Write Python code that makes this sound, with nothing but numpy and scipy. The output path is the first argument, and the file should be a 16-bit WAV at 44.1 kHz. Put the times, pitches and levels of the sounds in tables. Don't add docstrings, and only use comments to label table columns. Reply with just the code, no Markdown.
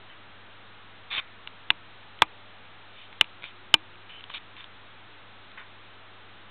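import sys
import numpy as np
from scipy import signal
from scipy.fft import rfft, irfft
from scipy.io import wavfile
from scipy.ndimage import uniform_filter1d

SR = 44100
rng = np.random.default_rng(int(sys.argv[2]) if len(sys.argv) > 2 else 0)


def waveform_to_disk(signal):
    frames = np.transpose(np.atleast_2d(signal))
    scaled = np.clip(frames, -1, 1) * 32767
    samples = np.round(scaled).astype(np.int16)
    wavfile.write(sys.argv[1], SR, samples)


N = 286653

# start_s, force_db, low_boost_db, ring_time_factor, note_hz, note_boost_db, rattle_db
LEVER_SNAPS = [(1.7036, 3, -3.5, 0.78, 2904, -0.9, -30), (2.2204, 3.5, 12.5, 0.85, 3450, -7, -20),
               (3.2112, 7, -6, 0.64, 3004, 2.5, -28), (3.7406, 10, 2.5, 0.94, 3029, 5, -26)]
# pitch_hz, level_db, fade_s (time to fall by 60 dB)
CASE_TONES = [(134.8, -40, 0.0087), (311.4, -42.5, 0.11), (420, -25, 0.0079), (913, -14.5, .019),
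              (1097, -12.5, 0.012), (1226, -10, 0.01), (1604, -12, 0.015), (2046, -11, 0.012),
              (2400, -25, 0.049), (2622, -10.5, 0.015), (3422, -2.5, 0.0085), (3725, -8, 0.0095),
              (3912, -13, 0.013)]
# frequency_hz, level_db
RATTLE_COLOUR = [(60, 1.5), (290, -4), (560, -9.5), (900, 4.5), (1150, 3.5), (1600, -12), (2400, 0),
                 (3000, -11), (3400, -13.5), (4200, -12)]
# start_s, length_s, attack_s, level_db, swell_db, brightness (0 to 1), squeak_amount
SCUFF_STROKES = [(0.096, 0.048, 0.003, -52, -5.5, 0.1, 1.1), (1.101, 0.0974, 0.014, -27.7, 3, 0.91, 0.024),
                 (2.926, 0.13, 0.043, -48, -2, 0.97, 0.32), (3.442, 0.077, 0.0023, -45.5, -13, 0.85, 0.27),
                 (4.09, 0.11, 0.005, -47.3, -5, 0.78, 1.3), (4.292, 0.046, 0.007, -44.5, -5, 0.96, 0.47),
                 (4.3385, 0.043, 0.002, -33.5, -9, 0.98, 0.12),
                 (4.566, 0.065, 0.0018, -46.5, -4, 0.74, 0.19),
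                 (5.575, 0.062, 0.001, -45.5, -10.5, 0.31, 0.12)]
# frequency_hz, level_db
CRISP_COLOUR = [(100, -28), (400, -24), (650, -21), (900, -12), (1250, -7.5), (1600, -17), (2050, -11.5),
                (2450, 1.5), (2800, -6), (3150, -2), (3350, -3), (3600, 7), (3900, -7.5)]
MUFFLED_COLOUR = [(100, -12), (700, -14), (1100, 2.5), (1800, 6.5), (2300, 4), (2900, -23.5), (4200, -32)]
SQUEAK_COLOUR = [(2000, -17), (2850, -5.5), (3030, 4.5), (3200, -8.5), (4000, -42)]
# start_s, level_db, low_boost_db, note_hz
CASE_TICKS = [(1.1818, -18, -13, 3170), (1.1837, -20, -12, 3150), (1.4744, -23, 1, 2890),
              (2.19, -35.5, 2, 3180), (3.128, -32.5, 4, 2100), (3.2434, -27, -7, 2720),
              (3.4235, -32, -8, 2300), (3.4336, -29, -8, 2210), (3.4408, -22, -14, 2470),
              (4.2082, -31.5, -4, 2960), (4.2402, -31, 5, 3060), (4.3015, -27, 3.5, 1180),
              (4.567, -35, -4, 2700), (4.6066, -34.5, 0, 3400), (4.6426, -31.5, 0, 3190)]
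# start_s, length_s, level_db
MOTOR_RUNS = [(2.232, 0.28, -72), (3.223, 0.9, -71)]
MOTOR_PITCHES = [600, 363]
# frequency_hz, level_db
HISS_COLOUR = [(20, -8), (35, -9), (70, -11), (140, -9.5), (200, -5), (300, -5.5), (550, -7), (850, -2.5),
               (1050, -3.5), (1290, -0.5), (1700, -3.5), (2150, -6.5), (2400, -7.5), (3400, -7.5),
               (3900, -10)]
# pitch_hz, level_db
HUM_TONES = [(100.2, -67.5), (200.4, -80)]


def lever_snaps(note_fade_s=0.012, note_rise_s=0.0011, rattle_fade_s=0.054, rattle_delay_s=0.0027,
                room_db=-28, room_fade_s=0.22):
    out, t = np.zeros(N), np.arange(SR // 4) / SR
    rattle_fade = fade(t, rattle_fade_s) + gain_of(room_db) * fade(t, room_fade_s)
    note_rise = 1 - np.exp(-t / note_rise_s)
    for start_s, force_db, low_boost_db, ring_factor, note_hz, note_boost_db, rattle_db in LEVER_SNAPS:
        note = np.sin(2 * np.pi * note_hz * t) * note_rise * fade(t, note_fade_s * ring_factor)
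        rattle = coloured(rng.standard_normal(len(t)), RATTLE_COLOUR) * rattle_fade
        add(out, start_s, gain_of(force_db) * case_knock(low_boost_db, ring_factor))
        add(out, start_s, gain_of(force_db + note_boost_db) * note)
        add(out, start_s + rattle_delay_s, gain_of(rattle_db) * rattle)
    return out


def case_knock(low_boost_db, ring_factor, low_edge_hz=1500, rise_s=0.00024):
    t = np.arange(SR // 8) / SR
    out = np.zeros(len(t))
    for k, (hz, level_db, fade_s) in enumerate(CASE_TONES):
        boost_share = min(hz / 600, 1) / (1 + (hz / low_edge_hz) ** 4)
        swing = (-1) ** k * np.sin(2 * np.pi * hz * t)
        out += gain_of(level_db + low_boost_db * boost_share) * fade(t, fade_s * ring_factor) * swing
    return out * (1 - np.exp(-t / rise_s))


def scuffs(slips_per_s=2500, spread_db=2, fibre_hiss=0.2, release_s=0.004,
           room_db=-17.5, room_fade_s=0.27):
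    out, t = np.zeros(N), np.arange(SR // 3) / SR
    slip_size = gain_of(spread_db * np.minimum(rng.exponential(1, N), 3)) * rng.choice([-1, 1], N)
    slipping = rng.random(N) < slips_per_s / SR
    friction = slip_size * slipping + fibre_hiss * rng.standard_normal(N)
    crisp = coloured(friction, CRISP_COLOUR)
    muffled = coloured(friction, MUFFLED_COLOUR)
    squeak = coloured(friction, SQUEAK_COLOUR)
    for start_s, length_s, attack_s, level_db, swell_db, bright, squeaky in SCUFF_STROKES:
        span = slice(round(start_s * SR), round(start_s * SR) + len(t))
        progress = np.minimum(t / length_s, 1)
        since_end_s = np.maximum(t - length_s, 0)
        pressure = gain_of(level_db + swell_db * (progress - 0.5)) * np.minimum(t / attack_s, 1)
        contact = np.maximum(1 - since_end_s / release_s, 0)
        rub = unit_level(bright * crisp[span] + (1 - bright) * muffled[span] + squeaky * squeak[span])
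        room_gain = progress * gain_of(room_db) * fade(since_end_s, room_fade_s)
        dull_echo = room_gain * unit_level(rub + muffled[span])
        add(out, start_s, pressure * (contact * rub + dull_echo))
    return out


def ticks(note_boost_db=0.5, note_fade_s=0.007, grit_db=-8, grit_fade_s=0.012,
          strays_per_s=1.2, stray_db=-41, stray_spread_db=2, stray_hz=2500):
    out, t = np.zeros(N), np.arange(SR // 8) / SR
    chance = rng.random((round(strays_per_s * N / SR), 2))
    strays = [(when * N / SR, stray_db + stray_spread_db * (2 * size - 1), 0, stray_hz)
              for when, size in chance]
    for start_s, level_db, low_boost_db, note_hz in CASE_TICKS + strays:
        knock = case_knock(low_boost_db, ring_factor=0.7)
        note = np.sin(2 * np.pi * note_hz * t) * fade(t, note_fade_s)
        grit = coloured(rng.standard_normal(len(t)), CRISP_COLOUR) * fade(t, grit_fade_s)
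        tick = knock + gain_of(note_boost_db) * note + gain_of(grit_db) * grit
        add(out, start_s, gain_of(level_db) * tick)
    return out


def lens_motors(waver=0.021):
    out = np.zeros(N)
    for (start_s, length_s, level_db), pitch_hz in zip(MOTOR_RUNS, MOTOR_PITCHES):
        drift = unit_level(uniform_filter1d(rng.standard_normal(N), size=2000))[:round(length_s * SR)]
        wavering_hz = pitch_hz * (1 + waver * drift)
        whir = np.sqrt(2) * np.sin(2 * np.pi * np.cumsum(wavering_hz) / SR)
        add(out, start_s, gain_of(level_db) * whir * signal.windows.tukey(len(whir), 0.2))
    return out


def hiss_and_hum(hiss_db=-54):
    t = np.arange(N) / SR
    hum = sum(gain_of(level_db) * np.sqrt(2) * np.sin(2 * np.pi * (hz * t + rng.random()))
              for hz, level_db in HUM_TONES)
    return gain_of(hiss_db) * coloured(rng.standard_normal(N), HISS_COLOUR) + hum


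def gain_of(db):
    return 10 ** (np.asarray(db) / 20)


def fade(t, fade_s):
    return np.exp(-np.log(1000) * t / fade_s)


def unit_level(sound):
    return sound / np.sqrt(np.mean(sound ** 2) + 1e-20)


def coloured(sound, colour):
    table_hz, table_db = np.transpose(colour)
    hz = np.fft.rfftfreq(len(sound), 1 / SR)
    curve_db = np.interp(np.log(hz + 1), np.log(table_hz), table_db)
    return unit_level(irfft(rfft(sound) * gain_of(curve_db), len(sound)))


def add(mix, start_s, sound):
    part = mix[round(start_s * SR):][:len(sound)]
    part += sound[:len(part)]


def scene():
    return (lever_snaps() + ticks() + scuffs() + hiss_and_hum() + lens_motors())[None]


def record(dry, rate_hz=8000, full_scale=0.72, intake_hz=4300, soften_hz=14000, top_hz=16500):
    taps, filter_rate_hz = 32 * 441 + 1, 80 * SR
    intake = signal.firwin(taps, intake_hz, window=("kaiser", 9), fs=filter_rate_hz)
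    smoothing = signal.firwin(taps, rate_hz / 2, window=("kaiser", 9), fs=filter_rate_hz)
    top_cut = signal.firwin(301, top_hz, window=("kaiser", 8), fs=SR)
    step = full_scale / 128
    slow = signal.resample_poly(dry[0], rate_hz, SR, window=intake)
    stepped = np.clip(step * np.floor(slow / step), -full_scale, full_scale)
    smooth = signal.resample_poly(stepped, SR, rate_hz, window=smoothing)[:N]
    flattened = np.clip(smooth, -full_scale, full_scale)
    softened = signal.lfilter(*signal.butter(2, soften_hz, fs=SR), flattened)
    return signal.oaconvolve(softened, top_cut, "same")[None]


dry = scene()
out = record(dry)
waveform_to_disk(out)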